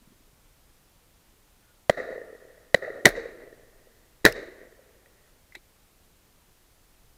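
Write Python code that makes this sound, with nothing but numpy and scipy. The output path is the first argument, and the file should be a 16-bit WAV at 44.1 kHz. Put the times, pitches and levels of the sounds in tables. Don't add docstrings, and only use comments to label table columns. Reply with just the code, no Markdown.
import sys
import numpy as np
from scipy import signal
from scipy.fft import rfft, irfft
from scipy.io import wavfile
from scipy.ndimage import uniform_filter1d

SR = 44100
rng = np.random.default_rng(int(sys.argv[2]) if len(sys.argv) > 2 else 0)


def int16_out(signal):
    q = np.round(np.clip(np.atleast_2d(signal).T, -1, 1) * 32767)
    wavfile.write(sys.argv[1], SR, q.astype(np.int16))


def field_ratio(decibels):
    return 10 ** (np.asarray(decibels, dtype=float) / 20)


N = 316544

RING_HZ, UPPER_HZ, UPPER_DB = 1931.6, 3924, -14
CRACK_DB = -18

# start_s, strength_db, treble_db
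FAR_SHOTS = [
    (1.8964, 2.36, 0.95),
    (2.7444, 0, -1),
]
NEAR_SHOTS = [
    (3.0553, 1.14, 0.3),
    (4.2515, -1, 3),
]


def evened(x):
    return x / np.sqrt(np.mean(x ** 2) + 1e-20)


def add(mix, start_s, sound):
    part = mix[round(start_s * SR):][:len(sound)]
    part += sound[:len(part)]


def coloured(count, points):
    hz = np.fft.rfftfreq(count, 1 / SR)
    point_hz, level_db = np.transpose(points)
    shape = field_ratio(np.interp(np.log(hz + 1), np.log(point_hz + 1), level_db))
    return evened(irfft(rfft(rng.standard_normal(count)) * shape, count))


def resonate(x, hz, width_hz):
    r = np.exp(-np.pi * width_hz / SR)
    pole = [1, -r * np.exp(2j * np.pi * hz / SR)]
    once = signal.lfilter([1], pole, x)
    return 2 * (1 - r) ** 2 * signal.lfilter([1], pole, once).real


def front(boom_db, boom_hz, ring_db, length_ms, crack_db=CRACK_DB, ring_hz=RING_HZ, edge_samples=3.0):
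    t = np.arange(1200) / SR
    edge = np.minimum(t * SR / (edge_samples + 30 * (boom_db < -10)), 1)
    rise = edge * (1 - 0.6 * np.exp(-t / 0.0026))

    sag = 24.0
    cycles = boom_hz * (1 - np.exp(-2 * sag * t)) / (2 * sag)
    boom = field_ratio(boom_db) * np.sin(2 * np.pi * cycles + 0.92)

    ring = np.sin(2 * np.pi * ring_hz * t) + field_ratio(UPPER_DB) * np.sin(2 * np.pi * UPPER_HZ * t)
    ring = field_ratio(ring_db) * (ring + field_ratio(-14.5) * np.sin(2 * np.pi * 1600 * t))
    crack = field_ratio(boom_db + crack_db) * signal.lfilter([0.4], [1, -0.7], rng.standard_normal(len(t)))

    u = t * 1000 / 0.9
    push = field_ratio(min(boom_db, -3) - 12) * (1 - u) * np.exp(-u) * edge

    boom_grip = rise / (1 + np.exp((t * 1000 - length_ms) / 1.1))
    wall_grip = rise / (1 + np.exp((t * 1000 - length_ms) / 0.29))
    return boom_grip * boom + wall_grip * (ring + crack) + push


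def blast(boom_hz, ring_db, ring_hz, length_ms):
    return front(1.5, boom_hz, ring_db, length_ms, crack_db=-1, ring_hz=ring_hz)


def bounce(boom_hz, ring_db, ring_hz, length_ms):
    return front(-2.5, boom_hz, ring_db, length_ms, ring_hz=ring_hz, edge_samples=6.2)


def rattle(level_db, t60_s, thud_db):
    # pitch_hz, level_db (per Hz)
    rattle_colour = [(35, -48), (60, -14.5), (212, -20), (515, -1), (968, -21.5), (1440, -15.5), (1860, -5),
                     (2970, -34), (3850, -20), (4420, -25.5), (8920, -36), (11500, -32.5), (16000, -38)]
    t = np.arange(16384) / SR
    thud = field_ratio(thud_db - 60 * t / 0.4) * np.sin(2 * np.pi * 33 * t) * np.minimum(t / 0.06, 1)
    shake = field_ratio(level_db - 60 * t / t60_s) * coloured(len(t), rattle_colour)
    clumps = evened(uniform_filter1d(rng.standard_normal(len(t)), size=90))
    shake = shake * field_ratio(1.9 * clumps - 1.1)
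    return shake * np.minimum(t / 0.0012, 1) + thud


def puff(level_db, centre_hz, width_hz, length_ms):
    count = round(length_ms * SR / 1000)
    burst = evened(resonate(rng.standard_normal(16384), centre_hz, width_hz))[-count:]
    return field_ratio(level_db) * burst * signal.windows.tukey(count, 0.5)


def click(level_db, ring_hz, upper_db, t60_s):
    t = np.arange(3000) / SR

    def rough_ring(hz):
        roughness = evened(uniform_filter1d(rng.standard_normal(len(t)), size=50))
        return (1 + 0.42 * roughness) * np.sin(2 * np.pi * hz * t)

    rings = rough_ring(ring_hz) + field_ratio(upper_db) * rough_ring(3843)
    return field_ratio(level_db - 60 * t / t60_s) * np.minimum(t / 0.00086, 1) * rings


def echo(level_db, pitch_hz, t60_s=0.035, ring_db=-40):
    t = np.arange(4000) / SR
    wall_hz = RING_HZ * rng.uniform(0.94, 1.02)
    swing = np.sin(2 * np.pi * pitch_hz * t) + field_ratio(ring_db) * np.sin(2 * np.pi * wall_hz * t)
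    return field_ratio(level_db + 6.5 - 60 * t / t60_s) * np.minimum(t / (0.1 * t60_s), 1) * swing


def trunks():
    # delay_s, first_shot_db, second_shot_db, pitch_hz, wall_ring_db
    far_trunks = [(.045, -41.5, -38, 394, -7), (.079, -29.5, -29, 558, -6), (.086, -30, -27, 532, -13),
                  (.103, -31, -35, 440, 4), (.122, -35, -42, 432, -13), (.133, -34, -26, 620, -20),
                  (.157, -32, -28.5, 447, -7.5), (.192, -27, -38, 508, -11), (.207, -31, -39, 430, -12),
                  (.229, -27, -30, 518.6, -15), (.263, -30.5, -36, 465, -11),
                  (.282, -28.5, -36.5, 521.2, -12.5), (.318, -33, -38, 470, -8.5),
                  (.405, -41, -44, 440, -11), (.431, -36, -43, 450, -18), (.453, -39.5, -39, 463, -10),
                  (.527, -45, -44, 490, -22), (.554, -44, -47, 440, -21), (.603, -45, -54, 525, -15),
                  (.681, -48.5, -52.5, 613, -6)]
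    near_trunks = [(.097, -30, -36, 420, -3), (.127, -25, -32, 473, -12), (.201, -28.5, -41, 490, -11.5),
                   (.232, -37, -38, 380, -13), (.276, -40, -52, 450, -14), (.33, -44, -43, 380, -16),
                   (.362, -48, -39, 440, -11), (.38, -39, -45, 410, -18), (.419, -40, -44.5, 490, -15),
                   (.471, -42, -48.5, 422, -5.5), (.54, -47, -47, 534, -17), (.815, -49, -57, 530, -12)]
    out = np.zeros(N)
    for shots, table in ((FAR_SHOTS, far_trunks), (NEAR_SHOTS, near_trunks)):
        for delay_s, *levels_db, pitch_hz, ring_db in table:
            for shot, level_db in zip(shots, levels_db):
                add(out, shot[0] + delay_s, echo(level_db, pitch_hz, 0.028, ring_db))
    return out


def scatter(u, edge, field_db, line_db, line_t60, deep_db, deep_t60):
    line_s, swell_s, second_s, lift_db, lift_s = edge
    field_s = 0.03
    opening = np.clip((u - field_s + 0.0088) / 0.01, 0, 1)
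    field = opening * field_ratio(field_db - 60 * np.maximum(u - field_s, 0) / 0.38)

    since = np.maximum(u - line_s, 0)
    swell = np.minimum(since / swell_s, 1) ** 2
    wood = field_ratio(line_db - 60 * since / line_t60) ** 2 + field_ratio(deep_db - 60 * since / deep_t60) ** 2
    second = np.clip((u - second_s) / lift_s, 0, 1)
    lift = field_ratio(lift_db * np.sin(np.pi * second ** 0.6))
    return np.sqrt(field ** 2 + (swell * lift) ** 2 * wood)


def trees():
    # pitch_hz, width_hz, level_db
    low_modes = [(380, 230, -9), (490, 150, 2.5), (635, 145, -3.5)]
    middle_modes = [(1220, 160, -10), (1400, 260, -8), (1850, 270, 1.15), (2530, 270, -23)]
    high_modes = [(3860, 480, 1), (4400, 600, -4.5), (5660, 3100, -4), (7500, 2500, -17.5),
                  (3000, 700, -14)]
    # pitch_hz, width_hz, level_db
    low_near_modes = [(380, 210, -6.5), (470, 210, 0.5), (637, 100, -8.5)]
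    middle_near_modes = [(1150, 290, -12.5), (1530, 640, -5.5), (1873, 440, 3), (2410, 450, -19)]
    # first_delay_s, swell_s, second_delay_s, lift_db, lift_length_s
    far_edge = (.064, 0.017, .19, 4, .12)
    near_edge = (0.077, 0.033, 0.336, 3.5, 0.095)
    # open_field_db, tree_line_db, tree_line_t60_s, deep_wood_db, deep_wood_t60_s
    far_wood = [
        (-46.5, -33.5, .35, -40.5, 1.7),
        (-48.5, -38.5, 0.58, -53, 2.5),
        (-60.5, -56.5, .6, -75, 2.2),
    ]
    near_wood = [
        (-35.5, -34, 0.66, -49.5, 2.5),
        (-40, -40, 0.7, -57.5, 2.6),
        (-51.5, -51, 0.56, -75, 2.2),
    ]

    lumps = evened(uniform_filter1d(rng.standard_normal(N), round(0.009 * SR)))

    def housing(modes, lumps_db):
        sound = np.zeros(N)
        for hz, width_hz, level_db in modes:
            returns = rng.standard_normal(N) * field_ratio(lumps_db * lumps)
            sound += field_ratio(level_db) * evened(resonate(returns, hz, width_hz))
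        return evened(sound)

    high = housing(high_modes, 0.5)
    far_ranges = (housing(low_modes, 1.5), housing(middle_modes, 0.5), high)
    near_ranges = (housing(low_near_modes, 1.5), housing(middle_near_modes, 0.5), high)

    out, t = np.zeros(N), np.arange(N) / SR
    for shots, edge, wood, ranges in ((FAR_SHOTS, far_edge, far_wood, far_ranges),
                                      (NEAR_SHOTS, near_edge, near_wood, near_ranges)):
        for row, sound, treble in zip(wood, ranges, (0, 0.5, 1)):
            power = np.zeros(N)
            for start_s, strength_db, treble_db in shots:
                level = field_ratio(strength_db + treble * treble_db) * scatter(t - start_s, edge, *row)
                power += level ** 2
            out += np.sqrt(power) * sound
    return out


def scene():
    # start_s, boom_db, boom_hz, ring_db, length_ms
    fronts = [
        (1.8964, -1.5, 669, -12.5, 4.27),
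        (2.7444, -3.5, 641.5, -4.5, 4.94),
        (3.0493, -12, 422.5, -24, 4.1),
        (4.2452, -15.5, 433.3, -20, 4.2),
    ]
    # start_s, boom_hz, ring_db, ring_hz, length_ms
    blasts = [
        (3.0553, 460, 9.5, 1942, 4.7),
        (4.2513, 418, 4.5, 1801, 3.6),
    ]
    # start_s, boom_hz, ring_db, ring_hz, length_ms
    bounces = [
        (3.0649, 520, -6.5, 1930, 3.3),
        (4.2612, 539.6, 2.5, 1802, 2.71),
    ]
    # start_s, level_db, t60_s, thud_db
    rattles = [
        (1.902, -31.5, 0.068, -59),
        (2.750, -33.5, 0.12, -61.5),
        (3.0600, -12, 0.011, -60.5),
        (3.066, -11.5, 0.1, -32),
        (4.2545, -8.5, 0.0096, -62.5),
        (4.263, -13, 0.11, -35),
    ]
    # start_s, peak_db, pitch_hz, t60_s
    thumps = [(1.8971, -18, 198, .025), (2.7449, -18.5, 200, .025), (3.052, -19.5, 184.9, .05),
              (3.054, -21.5, 135.1, 0.07), (4.249, -16, 184.6, 0.052), (4.250, -29, 280.3, .04),
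              (4.265, -34.5, 110, .12), (5.565, -48, 352, .045)]
    # start_s, peak_db, pitch_hz
    cloth = [(0.017, -54, 250), (0.073, -51, 188), (0.103, -54, 232), (.118, -50.5, 210),
             (0.123, -55.5, 380), (0.204, -53.5, 268), (0.267, -59, 253), (.275, -58, 420),
             (0.331, -51, 114), (0.959, -56, 152)]
    # start_s, peak_db, ring_hz,
    # upper_ring_db, t60_s
    clicks = [(5.059, -46.5, 1903, -25, 0.025), (5.5225, -42, 2050, -20.5, .022),
              (5.528, -52, 2100, -20, 0.038), (5.5475, -44, 1960, -19, .03), (5.5515, -34, 1914, -9, 0.022),
              (5.5535, -35.5, 1940, -1, 0.03), (5.5565, -34.5, 2110, -12, 0.021),
              (5.5610, -51, 2300, -7, 0.072)]
    # start_s, level_db, centre_hz, width_hz,
    # length_ms
    snaps = [(1.8970, -30, 1260, 200, 5), (2.7450, -26, 1300, 300, 5), (4.2520, -15, 3000, 700, 4),
             (4.2625, -13, 1600, 300, 4.6), (4.2520, -20, 1080, 300, 5), (4.473, -59, 3950, 500, 8),
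             (2.7455, -29, 4600, 500, 3.5), (1.8975, -22, 3370, 500, 2.6), (2.7455, -19.5, 3200, 450, 3.5),
             (3.0540, -18, 3900, 4000, 1.6), (3.0560, -19, 1090, 370, 5), (3.0570, -12, 4000, 450, 4.5),
             (4.2505, -18, 4000, 5000, 1.3), (4.2545, -20, 4400, 1600, 2.6), (3.0880, -33, 10500, 4055, 3),
             (4.3225, -39.5, 5570, 1500, 4.2), (4.3220, -43.5, 11000, 7000, 5.2),
             (4.3240, -42, 2700, 770, 4), (5.5505, -47, 5200, 7060, 4), (5.5520, -61, 8900, 9000, 9.1),
             (5.5500, -50.5, 650, 506, 9.7), (5.5510, -52.5, 2580, 460, 6), (5.5580, -65, 3900, 350, 30)]
    # start_s, level_db, centre_hz, width_hz, length_ms
    wings = [(1.6, -75, 1440, 12, 140), (1.66, -81, 1720, 50, 70), (1.58, -77, 1700, 600, 160)]
    # start_s, level_db, centre_hz, width_hz, length_ms
    hedge = [(5.12, -72, 1900, 300, 200), (5.12, -72, 600, 300, 160), (3.93, -76, 1900, 300, 200)]

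    mix = trees() + trunks()
    for table, source in ((fronts, front), (blasts, blast), (bounces, bounce), (rattles, rattle),
                          (cloth + thumps, echo), (clicks, click), (snaps + wings + hedge, puff)):
        for start_s, *row in table:
            add(mix, start_s, source(*row))
    return mix[None]


def band_limit(x):
    return signal.sosfilt(signal.butter(12, 16620, fs=SR, output="sos"), x)


def record(dry):
    # pitch_hz, level_db (per Hz)
    hiss_colour = [(8.8, -29.5), (15, 3), (37, -2.5), (82, -8), (181, -14.5), (551, -18.5), (601, -19.5),
                   (2180, -25), (2840, -25.5), (5250, -27.5), (13800, -28.5), (15100, -28), (16500, -57)]
    ceiling = 0.715
    clipped = np.clip(dry, -ceiling, ceiling) + field_ratio(-60.5) * coloured(N, hiss_colour)
    lowpass = signal.firwin(95, 16050, fs=SR)
    limited = signal.oaconvolve(clipped, lowpass[None], "same")
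    finished = np.clip(limited, -1.04 * ceiling, 1.04 * ceiling)
    return band_limit(finished)


dry = scene()
out = record(dry)
int16_out(out)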